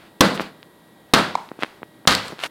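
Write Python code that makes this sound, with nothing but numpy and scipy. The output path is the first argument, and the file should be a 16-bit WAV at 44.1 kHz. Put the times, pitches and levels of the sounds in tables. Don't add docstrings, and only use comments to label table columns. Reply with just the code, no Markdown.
import sys
import numpy as np
from scipy import signal
from scipy.fft import rfft, irfft, next_fast_len
from scipy.io import wavfile

SR = 44100
rng = np.random.default_rng(int(sys.argv[2]) if len(sys.argv) > 2 else 0)


def persist_wave(psi):
    counts = np.round(np.clip(psi, -1, 1) * 32767).astype(np.int16)
    wavfile.write(sys.argv[1], SR, np.atleast_2d(counts).T)


N = 110250


def amp(db):
    return 10 ** (np.asarray(db) / 20)


def unit_rms(x):
    return x / np.sqrt(np.mean(x ** 2) + 1e-20)


def curve_at(points, hz):
    f, values = np.transpose(points)
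    return np.interp(np.log(hz + 1), np.log(f + 1), values)


def filtered(x, response):
    size = next_fast_len(2 * N)
    return irfft(rfft(x, size) * response(np.fft.rfftfreq(size, 1 / SR)), size)[:N]


def minimum_phase(x, points):
    def response(hz):
        cepstrum = irfft(np.log(amp(curve_at(points, hz))))
        cepstrum[1:len(cepstrum) // 2] *= 2
        cepstrum[len(cepstrum) // 2 + 1:] = 0
        return np.exp(rfft(cepstrum))
    return filtered(x, response)


def noise(spectrum):
    return unit_rms(filtered(rng.standard_normal(N), lambda hz: amp(curve_at(spectrum, hz))))


def clock():
    return np.arange(N) / SR


def decay(t, t60):
    return np.exp(-np.log(1000) * t / t60)


def swell(peak_s, rise_s, fall_s):
    t = clock() - peak_s
    return np.exp(-(t / np.where(t < 0, rise_s, fall_s)) ** 2)


def add(out, start_s, x):
    i = round(start_s * SR)
    out[i:] += x[:N - i]


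def ring(modes, scatter_db):
    t = clock()
    return sum(amp(db + scatter_db * rng.standard_normal()) * decay(t, t60) * np.sin(2 * np.pi * hz * t)
               for hz, db, t60 in modes)


# (f/Hz, relative level/dB)
AIR_SPECTRUM = [(25, -30), (70, -15), (160, -2), (400, -5), (600, -8), (1000, -12.5), (1500, -17.5),
                (2000, -18), (2600, -24.5), (3800, -21.5), (6000, -33), (10000, -27.5), (15800, -30.5)]
# (f/Hz, rms level/dB)
WHINE_PARTIALS = [(323, -63), (597, -67.5), (786, -71), (958, -68), (1604, -72), (1913, -65), (3208, -74),
                  (3505, -75), (3822, -73.5)]


def room_tone(air_db=-52, phase_step_rad=0.012):
    whine = np.zeros(N)
    for hz, db in WHINE_PARTIALS:
        drift = np.cumsum(rng.normal(0, phase_step_rad, N))
        whine += amp(db) * np.sqrt(2) * np.sin(2 * np.pi * hz * clock() + drift)
    return amp(air_db) * noise(AIR_SPECTRUM) + whine


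# (f/Hz, T60/s)
ROOM_T60 = [(60, 0.48), (200, 0.55), (1000, 0.48), (4000, 0.48), (12000, 0.37)]


def room_decay(x):
    hz, t, bands = signal.stft(x, SR, nperseg=256)
    damped = bands * decay(t, curve_at(ROOM_T60, hz)[:, None])
    return signal.istft(damped, SR, nperseg=256)[1][:N]


def reverb(x, delay_s=0.019):
    tail = room_decay(rng.standard_normal(N)) * (clock() > delay_s)
    return signal.fftconvolve(x, tail / np.linalg.norm(tail))[:N]


# (peak t/s, rise/s, fall/s, level/dB, relative hiss/dB)
BRUSH_STROKES = [(.02, .1, 0.084, -50, -24), (.354, 0.014, 0.016, -43.5, 1),
                 (0.416, 0.013, 0.0098, -35.5, -9), (.43, 0.05, 0.057, -37, -28),
                 (1.1, 0.035, 0.044, -60.5, -23.5), (1.67, 0.09, 0.11, -47.5, -24),
                 (1.42, 0.084, 0.089, -54, -7), (2.265, 0.032, 0.073, -40.5, -9),
                 (2.461, 0.04, 0.015, -49, 4)]
# (f/Hz, relative level/dB)
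BRUSH_SPECTRUM = [(100, -10), (400, 1), (1500, -2), (2800, -6), (4500, -10), (6000, -22.5), (15000, -33)]
HISS_SPECTRUM = [(2000, -27), (5000, 2), (11000, -5), (16000, -13)]


def brushing():
    body, hiss = noise(BRUSH_SPECTRUM), noise(HISS_SPECTRUM)
    return sum(amp(db) * swell(s, rise, fall) * (body + amp(hiss_db) * hiss)
               for s, rise, fall, db, hiss_db in BRUSH_STROKES)


# (peak t/s, rise/s, fall/s, level/dB)
GRIP_CREAKS = [(1.621, 0.024, 0.05, -41), (2.412, 0.025, 0.02, -37), (2.441, 0.0081, 0.004, -23.5),
               (2.458, 0.012, 0.01, -31)]
# (f/Hz, relative level/dB)
CREAK_SPECTRUM = [(100, -24), (500, -1), (1300, 3), (2800, 1), (4200, -5), (6000, -14), (11000, -19),
                  (16000, -38)]


def grip_creaks(slips_per_s=800, spread_db=11, rub_db=-7.5):
    relative_rate = 2 * np.repeat(rng.random(N), 40)[:N]
    slip_count = np.floor(np.cumsum(relative_rate) * slips_per_s / SR)
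    slips = np.diff(slip_count, prepend=0) * amp(spread_db * rng.uniform(-1.4, 1, N))
    friction = unit_rms(minimum_phase(slips, CREAK_SPECTRUM)) + amp(rub_db) * noise(CREAK_SPECTRUM)
    return friction * sum(amp(db) * swell(s, rise, fall) for s, rise, fall, db in GRIP_CREAKS)


# (t/s, level/dB at the source, bandwidth/Hz)
CASE_PULSES = [(0.3766, -14, 3000), (0.3972, -4, 1460), (0.4067, -7, 810), (0.6296, -24.5, 4470),
               (1.4896, -27.5, 4000), (1.5164, -14.5, 810), (1.5906, -18.5, 690), (1.6245, -8, 1900),
               (1.626, -15, 3240), (1.6275, -15.5, 2800), (1.6342, -0.5, 2170), (1.6381, -16, 2420),
               (1.6466, -15.5, 1640), (1.8197, -24, 600), (1.8313, -14, 1300), (2.0538, -18, 1070),
               (2.3048, -22.5, 593), (2.3235, -17.5, 940), (2.3298, -19, 542), (2.335, -23.5, 450),
               (2.3914, -18, 2980), (2.4365, -14, 2300), (2.4382, -10, 2900), (2.4396, -13, 2400),
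               (2.4488, -21.5, 3000), (2.4532, -23, 2800), (2.4561, -20.5, 1100)]
# (f/Hz, gain/dB)
CASE_RESPONSE = [(30, -59), (120, -10), (280, 0), (700, -2), (1500, 2.5), (3500, 6.5), (5000, 3.5),
                 (6500, -14), (15000, 5)]


def case_clicks():
    t = clock()
    pulses = sum(amp(db) / (1 + (np.pi * hz * (t - s)) ** 2) ** 2 for s, db, hz in CASE_PULSES)
    return minimum_phase(pulses, CASE_RESPONSE)


# (f/Hz, level/dB, T60/s)
TOCK_MODES = [(942, 8, 0.0099), (815, -1, 0.012), (2250, -6, 0.0091)]
# (f/Hz, relative level/dB)
TICK_SPECTRUM = [(2800, -18), (3600, 2), (7500, -2), (9000, -21), (15000, -32)]


def tock(start_s=1.3531, rise_s=0.002, tick_db=-20.5, room_db=-10.5):
    out, t = np.zeros(N), clock()
    knock = ring(TOCK_MODES, scatter_db=2) * (1 - np.exp(-(t / rise_s) ** 2))
    tick = amp(tick_db) * noise(TICK_SPECTRUM) * decay(t, t60=0.0098)
    direct = tick + knock
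    add(out, start_s, direct + amp(room_db) * reverb(direct) * decay(t, t60=1.1))
    return out


# (t/s, level/dB, f/Hz)
PAPER_SNAPS = [(1.1481, -4, 3900), (2.0872, -14, 5950), (2.109, -5, 4200), (2.125, -6, 3970),
               (2.135, -11, 5000), (2.1497, -11.5, 7900), (2.1511, -3.5, 4700), (2.2821, -26, 8100),
               (2.4054, -29, 4000)]
# (f/Hz, relative level/dB)
CRACKLE_SPECTRUM = [(300, -10), (4500, 16), (9000, -6), (15000, -9)]


def paper_snaps(rise_s=0.0002, crackle_db=-7, room_db=-21):
    out, t = np.zeros(N), clock()
    envelope = decay(t, t60=0.0026) * (1 - np.exp(-(t / rise_s) ** 2))
    envelope /= envelope.max()
    for s, db, hz in PAPER_SNAPS:
        crackle = amp(crackle_db) * noise(CRACKLE_SPECTRUM)
        add(out, s, amp(db) * envelope * (np.sin(2 * np.pi * hz * t) + crackle))
    return out + amp(room_db) * reverb(out)


# (f/Hz, relative level/dB)
REFLECTION_SPECTRUM = [(30, -24), (100, -5.5), (180, 3.5), (320, 0), (420, -1), (520, 1.5), (700, -1),
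                       (1300, 1.5), (2500, -6.5), (4400, -9), (5800, -20.5), (9000, -24.5), (15500, -36)]


def room_reflections(rise_s=0.0025, echo_s=0.038, echo_db=-2, echo_rise_s=0.0037):
    t = clock()
    field = room_decay(noise(REFLECTION_SPECTRUM)) * (1 - np.exp(-t / rise_s))
    echo = noise(REFLECTION_SPECTRUM) * decay(t, t60=0.13) * (1 - np.exp(-t / echo_rise_s))
    add(field, echo_s, amp(echo_db) * echo)
    return field


# (f/Hz, relative level/dB)
SLAP_SPECTRUM = [(30, -13.5), (100, -15), (270, -1.5), (400, 2), (700, 1), (1250, 4), (2200, -3.5),
                 (4300, -1), (6000, -8.5), (10000, -22.5), (16000, -30)]


def cover_slap(cavity_hz, cover_hz, burst_db=8.5):
    cavity_mode, cover_mode = (cavity_hz, 1.5, 0.019), (cover_hz, -0.5, 0.024)  # f/Hz, level/dB, T60/s
    resonances = ring([cavity_mode, cover_mode], scatter_db=-2)
    return resonances + amp(burst_db) * noise(SLAP_SPECTRUM) * decay(clock(), t60=0.023)


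# (t/s, slap level/dB, room level/dB, thump f/Hz, thump level/dB,
# cavity f/Hz, cover f/Hz, then gain/dB in the bass, middle, upper middle and treble)
FIST_BLOWS = [(.2071, -1, -1.5, 287, 2.5, 1114, 3450, 4, 1, -2, 1.5),
              (1.1363, -2.5, 1, 269, 0, 1296, 3765, -2.5, 0.5, -2, 0),
              (2.0736, -1.5, 1.5, 179, -13, 972, 4095, -9, -2.5, -2, 2)]
BAND_CENTRES = (200, 1100, 2200, 4200)
# (f/Hz, level/dB,
# T60/s)
THUD_MODES = [(164.2, -15.5, 0.52), (198.3, -11.5, 0.46), (259.7, -11, 0.37), (331.6, -14, .3),
              (514, -15, 0.37), (521, -5.5, 0.058), (820, -6.5, 0.062), (1070, -16, 0.27),
              (1220, -26, 0.18), (1550, -14.5, 0.28), (1993, -19.5, 0.53)]
# (f/Hz, relative level/dB)
PUFF_SPECTRUM = [(20, -8.5), (60, -5), (110, -2), (220, -6), (1000, -50)]


def fist_blows(rise_s=0.001, table_db=-7.5, reflections_db=-11.5, puff_db=-31.5):
    out, t = np.zeros(N), clock()
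    attack = 1 - np.exp(-t / rise_s)
    for s, slap_db, room_db, thump_hz, thump_db, cavity_hz, cover_hz, *band_db in FIST_BLOWS:
        slap = amp(slap_db) * attack * cover_slap(cavity_hz, cover_hz)
        page_thump = amp(thump_db) * np.sin(2 * np.pi * thump_hz * t) * decay(t, t60=0.039)
        table_thud = amp(table_db) * ring(THUD_MODES, scatter_db=1.5)
        room = amp(reflections_db + room_db) * room_reflections()
        puff = amp(puff_db) * noise(PUFF_SPECTRUM) * decay(t, t60=0.18)
        timbre = [(87.5, 0), *zip(BAND_CENTRES, band_db)]
        add(out, s, attack * (puff + page_thump) + minimum_phase(slap + table_thud + room, timbre))
    return out


def scene():
    impacts = fist_blows() + case_clicks() + paper_snaps() + tock()
    return (impacts + brushing() + grip_creaks() + room_tone())[None]


def record(dry, ceiling=0.68, cutoff_hz=16000):
    clipped = np.clip(dry[0], -ceiling, ceiling)
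    return filtered(clipped, lambda hz: 1 / (1 + (hz / cutoff_hz) ** 120))[None]


dry = scene()
out = record(dry)
persist_wave(out)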